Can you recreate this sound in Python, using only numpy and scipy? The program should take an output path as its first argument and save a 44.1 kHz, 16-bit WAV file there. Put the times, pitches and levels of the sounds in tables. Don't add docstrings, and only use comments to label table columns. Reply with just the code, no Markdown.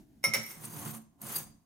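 import sys
import numpy as np
from scipy import signal
from scipy.fft import rfft, irfft, next_fast_len
from scipy.io import wavfile
from scipy.ndimage import uniform_filter1d, map_coordinates

SR = 44100
rng = np.random.default_rng(int(sys.argv[2]) if len(sys.argv) > 2 else 0)


def voltage_ratio(level):
    return 10 ** (np.asarray(level, float) / 20)


def waveform_to_disk(signal):
    frames = np.transpose(np.atleast_2d(signal))
    scaled = np.clip(frames, -1, 1) * 32767
    samples = np.round(scaled).astype(np.int16)
    wavfile.write(sys.argv[1], SR, samples)


N = 72765

# time in seconds, scraping strength in dB, weight on the counter in dB.
STROKES = [(0.3, -53, 2), (0.326, -59, 0), (0.336, -67, 12), (0.4, -57, -22), (0.518, -46, -8),
           (0.588, -59.5, 5), (0.642, -43.5, -1.5), (0.694, -52.5, 5), (0.882, -42.5, 6), (0.926, -52.5, 6),
           (0.95, -46, 0.5), (1.07, -88, 6), (1.172, -95, 9), (1.228, -50, 8.5), (1.36, -35, -12.5),
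           (1.408, -43, -4), (1.536, -83.5, 1), (1.65, -87, 4.5)]
# time in seconds, level in dB.
BIG_CRUMBS = [(.51, -42.5), (.64, -55.5), (.648, -58.5), (.85, -28.5), (.947, -45.5), (1.215, -38.5),
              (1.266, -30.5), (1.281, -39), (1.342, -44.5), (1.36, -45.5), (1.382, -31), (1.408, -35.5)]
BLADE_HZ = [4750, 6420, 7400, 8275, 8970, 9690, 10420, 10750, 11900, 13050, 14100, 14800, 15650]
# width in Hz, level in dB.
BLADE_PEAKS = [(120, -16), (160, -8), (200, -25), (60, -3.5), (80, -5.5), (150, -12.5), (70, 0), (150, -5),
               (250, -8.5), (108, -1.5), (250, -10), (79, -9), (150, -11)]
# frequency in Hz, level in dB.
CRUST_COLOUR = [(150, -21.5), (250, -19.5), (342, 0), (607, -11), (1020, -3.5), (5350, -16.5), (6360, -11),
                (10500, -9), (16000, -15)]
BLADE_DB, CRUST_DB, CRUST_GROWS = -3, -2, 0.86
CRUMBS_PER_S, CRUMB_SPREAD_DB, CRUMB_CAP = 4000, 3.5, 2.5
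BLADE_CLUMP_DB, CRUST_CLUMP_DB = 3.5, 1.7
SHIFT_DB, SHIFTS_PER_S = 4, 25

# start in seconds,
# level in dB, free ringing in seconds, spot on the rim from 0 to 1.
CLINKS = [
    (0.231, -44.5, 0.0076, 0.75),
    (.2398, -15, 0.073, 0.52),
    (.3365, -16.5, 0.0035, 0.73),
    (.3437, -18, 0.0077, 0.89),
    (.353, -33.5, 0.12, 0.97),
    (.506, -38, 0.0039, 0.64),
]
BOWL_HZ = [551, 1314, 2077, 2144, 2256, 2830, 3779, 5389, 5461, 5555, 5776, 9660, 14310, 14660]
BOWL_FIRST_SPOT_DB = [-28, -21, -21, 0, -24, -32, -27, -14, -21, -22, -26, -12, -24, -22]
# level in dB, time to fall 60 dB in seconds.
BOWL_SECOND_SPOT = [(-11.5, 0.14), (-18, .13), (4, 0.073), (-1.5, 0.21), (-1, 0.11), (-22.5, 0.056),
                    (-24, 0.14), (-11.5, 0.15), (-10, 0.13), (-8.5, 0.16), (-10, 0.13), (-9, 0.081),
                    (-18.5, .1), (-17, .12)]
# frequency in Hz, left minus right in dB, phase lead in radians.
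BOWL_PAN = [(1300, 15.5, 0.5), (2100, -0.5, .6), (5600, -9.5, 1.2), (9600, 1, .3), (14500, -1.5, .3)]
# frequency in Hz, level in dB.
RATTLE_COLOUR = [(150, -39), (400, 4), (1300, -4.5), (2100, 0), (3500, -9.5), (5500, -8), (9000, -10.5),
                 (16000, -11)]
DAMPED_T60, CRACK_T60, RATTLE_T60 = 0.024, 0.006, 0.16
CRACK_DB, RATTLE_DB = -11.5, -17
BUILD_CYCLES, RING_WET, LOW_CUT_HZ = 9, 0.13, 260

COUNTER_HZ = [92, 121, 153, 221, 295, 345, 560, 700, 1050]
# width in Hz, level in dB.
COUNTER_PEAKS = [(15.9, -12), (12.6, -7), (9, -1), (9.8, -1), (16, -15), (15.6, -13.5), (20, -15),
                 (30, -10), (180, -13)]
# start in seconds, level in dB, length in seconds.
BOWL_ROCKS = [
    (0.241, -40.5, 0.059),
    (.345, -42.5, 0.026),
    (0.363, -40.5, 0.033),
]
COUNTER_DB, COUNTER_GROWS, COUNTER_PAN_DB, UNEVEN_DB = -1, 0.65, -4.5, 1.5

# frequency in Hz, level in dB.
HUM_COLOUR = [(15, -29), (25, -11), (285, -6.5), (531, -33), (641, -22), (1330, -42), (1440, -34.5),
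              (2550, -40), (16000, -41.5)]
# time in seconds,
# level in dB.
HUM_LEVEL = [(0, -52.5), (.06, -63), (.2, -62), (1.1, -69.5), (1.5, -57.5), (1.65, -76.5)]
# frequency in Hz, time to fall 60 dB in seconds.
ROOM_T60 = [(150, .4), (2000, 0.42), (6000, 0.45), (15000, 0.16)]
CLINK_ROOM_DB, SCRAPE_ROOM_DB = -4, -11.5

# frequency in Hz, correlation from 0 to 1.
ALIKE = [(60, 1), (200, 0.85), (450, 0.53), (1650, 0.1), (5000, 0.15), (7000, 0.937), (15000, 1)]
# frequency in Hz, half width in Hz, depth from 0 to 1.
TREBLE_NOTCHES = [(7850, 200, .45), (8640, 200, .8), (11100, 420, .5), (13560, 240, .85), (15600, 400, .4)]
TOP_HZ, WEAK_DB, WEAK_FROM_HZ = 15950, -6.5, 7500


def scrape():
    strength_db, weight_db = curves(STROKES)
    t = np.arange(N) / SR
    on = np.clip((t - 0.36) / 0.02, 0, 1)
    crust_db = strength_db + (CRUST_GROWS - 1) * (strength_db + 49) + 0.21 * weight_db + CRUST_DB
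    crust = on * voltage_ratio(crust_db) * wide(crumbs(CRUST_CLUMP_DB), CRUST_COLOUR)
    load = on * voltage_ratio(COUNTER_GROWS * (strength_db + 46) - 49 + weight_db + COUNTER_DB)
    dry = blade(on * voltage_ratio(strength_db)) + crust + counter(load)
    return dry + voltage_ratio(SCRAPE_ROOM_DB) * room(dry)


def blade(force):
    t = np.arange(N) / SR
    for s, db in BIG_CRUMBS:
        decay = voltage_ratio(db - 60 * np.abs(t - s) / 0.018)
        force = force + decay * np.clip((t - s) / 0.0013, 0, 1)
    grit = wide(crumbs(BLADE_CLUMP_DB), [(20, 0), (20000, 0)])
    ring = 0
    for hz, peak in zip(BLADE_HZ, BLADE_PEAKS):
        contact = voltage_ratio(SHIFT_DB * wobble(SHIFTS_PER_S))
        ring = ring + filtered(force * grit * contact, resonant([hz], [peak]))
    steady = filtered(grit, resonant(BLADE_HZ, BLADE_PEAKS))
    return ring / np.std(steady) * voltage_ratio(BLADE_DB)


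def crumbs(clump_db):
    hit = rng.random((2, N)) < CRUMBS_PER_S / SR
    size = voltage_ratio(CRUMB_SPREAD_DB * np.minimum(rng.exponential(size=(2, N)), CRUMB_CAP))
    size = size * np.sign(rng.standard_normal((2, N)))
    grit = unit(unit(hit * size) + 0.8 * rng.standard_normal((2, N)))
    return grit * voltage_ratio(clump_db * (wobble(90) + 0.13 * wobble(28)))


def clinks():
    out, wet = np.zeros((2, N)), np.zeros((2, N))
    t = np.arange(SR // 2) / SR
    rattle = wide(rng.standard_normal((2, N)), RATTLE_COLOUR)
    fade = voltage_ratio(CRACK_DB - 60 * t / CRACK_T60) + voltage_ratio(RATTLE_DB - 60 * t / RATTLE_T60)
    for s, db, free_s, spot in CLINKS:
        start = round(s * SR)
        now = slice(start, start + len(t))
        ring = bowl_ring(t, spot) * voltage_ratio(-60 * np.maximum(t - free_s, 0) / DAMPED_T60)
        noise = rattle[:, now] * fade
        out[:, now] += voltage_ratio(db) * (ring + noise)
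        wet[:, now] += voltage_ratio(db) * (ring * (RING_WET + spot * (1 - RING_WET)) + noise)
    low_cut = lambda f: (1j * f / (LOW_CUT_HZ + 1j * f)) ** 2
    return filtered(out + voltage_ratio(CLINK_ROOM_DB) * room(wet), low_cut)


def bowl_ring(t, spot):
    side = np.array([[0.5], [-0.5]])
    ring = 0
    for hz, first_db, (second_db, t60) in zip(BOWL_HZ, BOWL_FIRST_SPOT_DB, BOWL_SECOND_SPOT):
        level_db = first_db + spot * (second_db - first_db) + side * along(BOWL_PAN, hz)
        build = 1 - np.exp(-t * hz / BUILD_CYCLES)
        phase = 2 * np.pi * hz * t + side * along(BOWL_PAN, hz, order=2)
        ring = ring + voltage_ratio(level_db - 60 * t / t60) * build * np.sin(phase)
    return ring


def counter(load):
    t, wood = np.arange(N) / SR, resonant(COUNTER_HZ, COUNTER_PEAKS)
    for s, db, length in BOWL_ROCKS:
        load = load + voltage_ratio(db) * np.sin(np.pi * np.clip((t - s) / length, 0, 1)) ** 2
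    uneven = rng.standard_normal((2, N)) * voltage_ratio(UNEVEN_DB * wobble(28))
    push = wide(uneven, [(40, -20), (80, -2), (300, -1), (2000, -14.5)])
    pan = voltage_ratio([[COUNTER_PAN_DB / 2], [-COUNTER_PAN_DB / 2]])
    return filtered(load * push, wood) / np.std(filtered(push, wood)) * pan


def kitchen():
    level_db, = curves(HUM_LEVEL)
    return voltage_ratio(level_db + 0.5 * wobble(21)) * wide(rng.standard_normal((2, N)), HUM_COLOUR)


def room(x):
    hz, t, z = signal.stft(rng.standard_normal((2, SR // 2)), SR, nperseg=256)
    fade = voltage_ratio(-60 * t / along(ROOM_T60, hz)[:, None])
    tail = signal.istft(z * fade, SR, nperseg=256)[1]
    delayed = np.pad(x.mean(0), (250, 0))[None]
    return signal.fftconvolve(delayed, tail / np.linalg.norm(tail[0]), axes=1)[:, :N]


def unit(x):
    return x / np.sqrt(np.mean(x ** 2) + 1e-20)


def along(points, hz, order=1):
    p = np.transpose(points)
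    return np.interp(np.log(hz + 1), np.log(p[0] + 1), p[order])


def curves(rows):
    s, *cols = np.transpose(rows)
    return [np.interp(np.arange(N) / SR, s, c) for c in cols]


def wobble(rate):
    knots = rng.standard_normal(int(N * 400 / SR) + 4)
    return map_coordinates(knots, [np.arange(N) * min(rate, 400) / SR])


def filtered(x, response):
    m = next_fast_len(N + SR // 2)
    return irfft(rfft(x, m) * response(np.fft.rfftfreq(m, 1 / SR)), m)[..., :N]


def resonant(centres_hz, peaks):
    def response(f):
        total = 0
        for k, (c, (w, db)) in enumerate(zip(centres_hz, peaks)):
            total = total + (-1) ** k * voltage_ratio(db) * 1j * f * w / (c * c - f * f + 1j * f * w)
        return total
    return response


def wide(pair, spectrum):
    def colour(hz):
        turn = np.arccos(np.clip(along(ALIKE, hz), -1, 1)) / 2
        return voltage_ratio(along(spectrum, hz)) * np.array([np.cos(turn), np.sin(turn)])
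    mid, side = filtered(pair, colour)
    return unit(np.array([mid + side, mid - side]))


def drop_weak(x):
    hz, t, z = signal.stft(x, SR, nperseg=1024)
    power = np.abs(z[:, :512]).mean(0) ** 2
    band = power.reshape(64, 8, -1).mean(1)
    band = uniform_filter1d(band, size=3, axis=1)
    neighbours = uniform_filter1d(band, size=7, axis=0)
    weak = np.repeat(band < voltage_ratio(2 * WEAK_DB) * neighbours, 8, axis=0)
    treble = (hz > WEAK_FROM_HZ) & (hz < TOP_HZ)
    weak = np.pad(weak, ((0, 1), (0, 0))) & treble[:, None]
    return signal.istft(z * ~weak, SR, nperseg=1024)[1][:, :N]


def scene():
    return clinks() + scrape() + kitchen()


def roll_off(x):
    return signal.sosfilt(signal.butter(12, 16640, fs=SR, output="sos"), x)


def record(dry):
    def notched(f):
        dips = [1 - depth * np.exp(-((f - c) / w) ** 4) for c, w, depth in TREBLE_NOTCHES]
        return np.prod(dips, axis=0) / (1 + (f / TOP_HZ) ** 80)
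    mix = drop_weak(filtered(dry, notched))
    return roll_off(mix)


dry = scene()
out = record(dry)
waveform_to_disk(out)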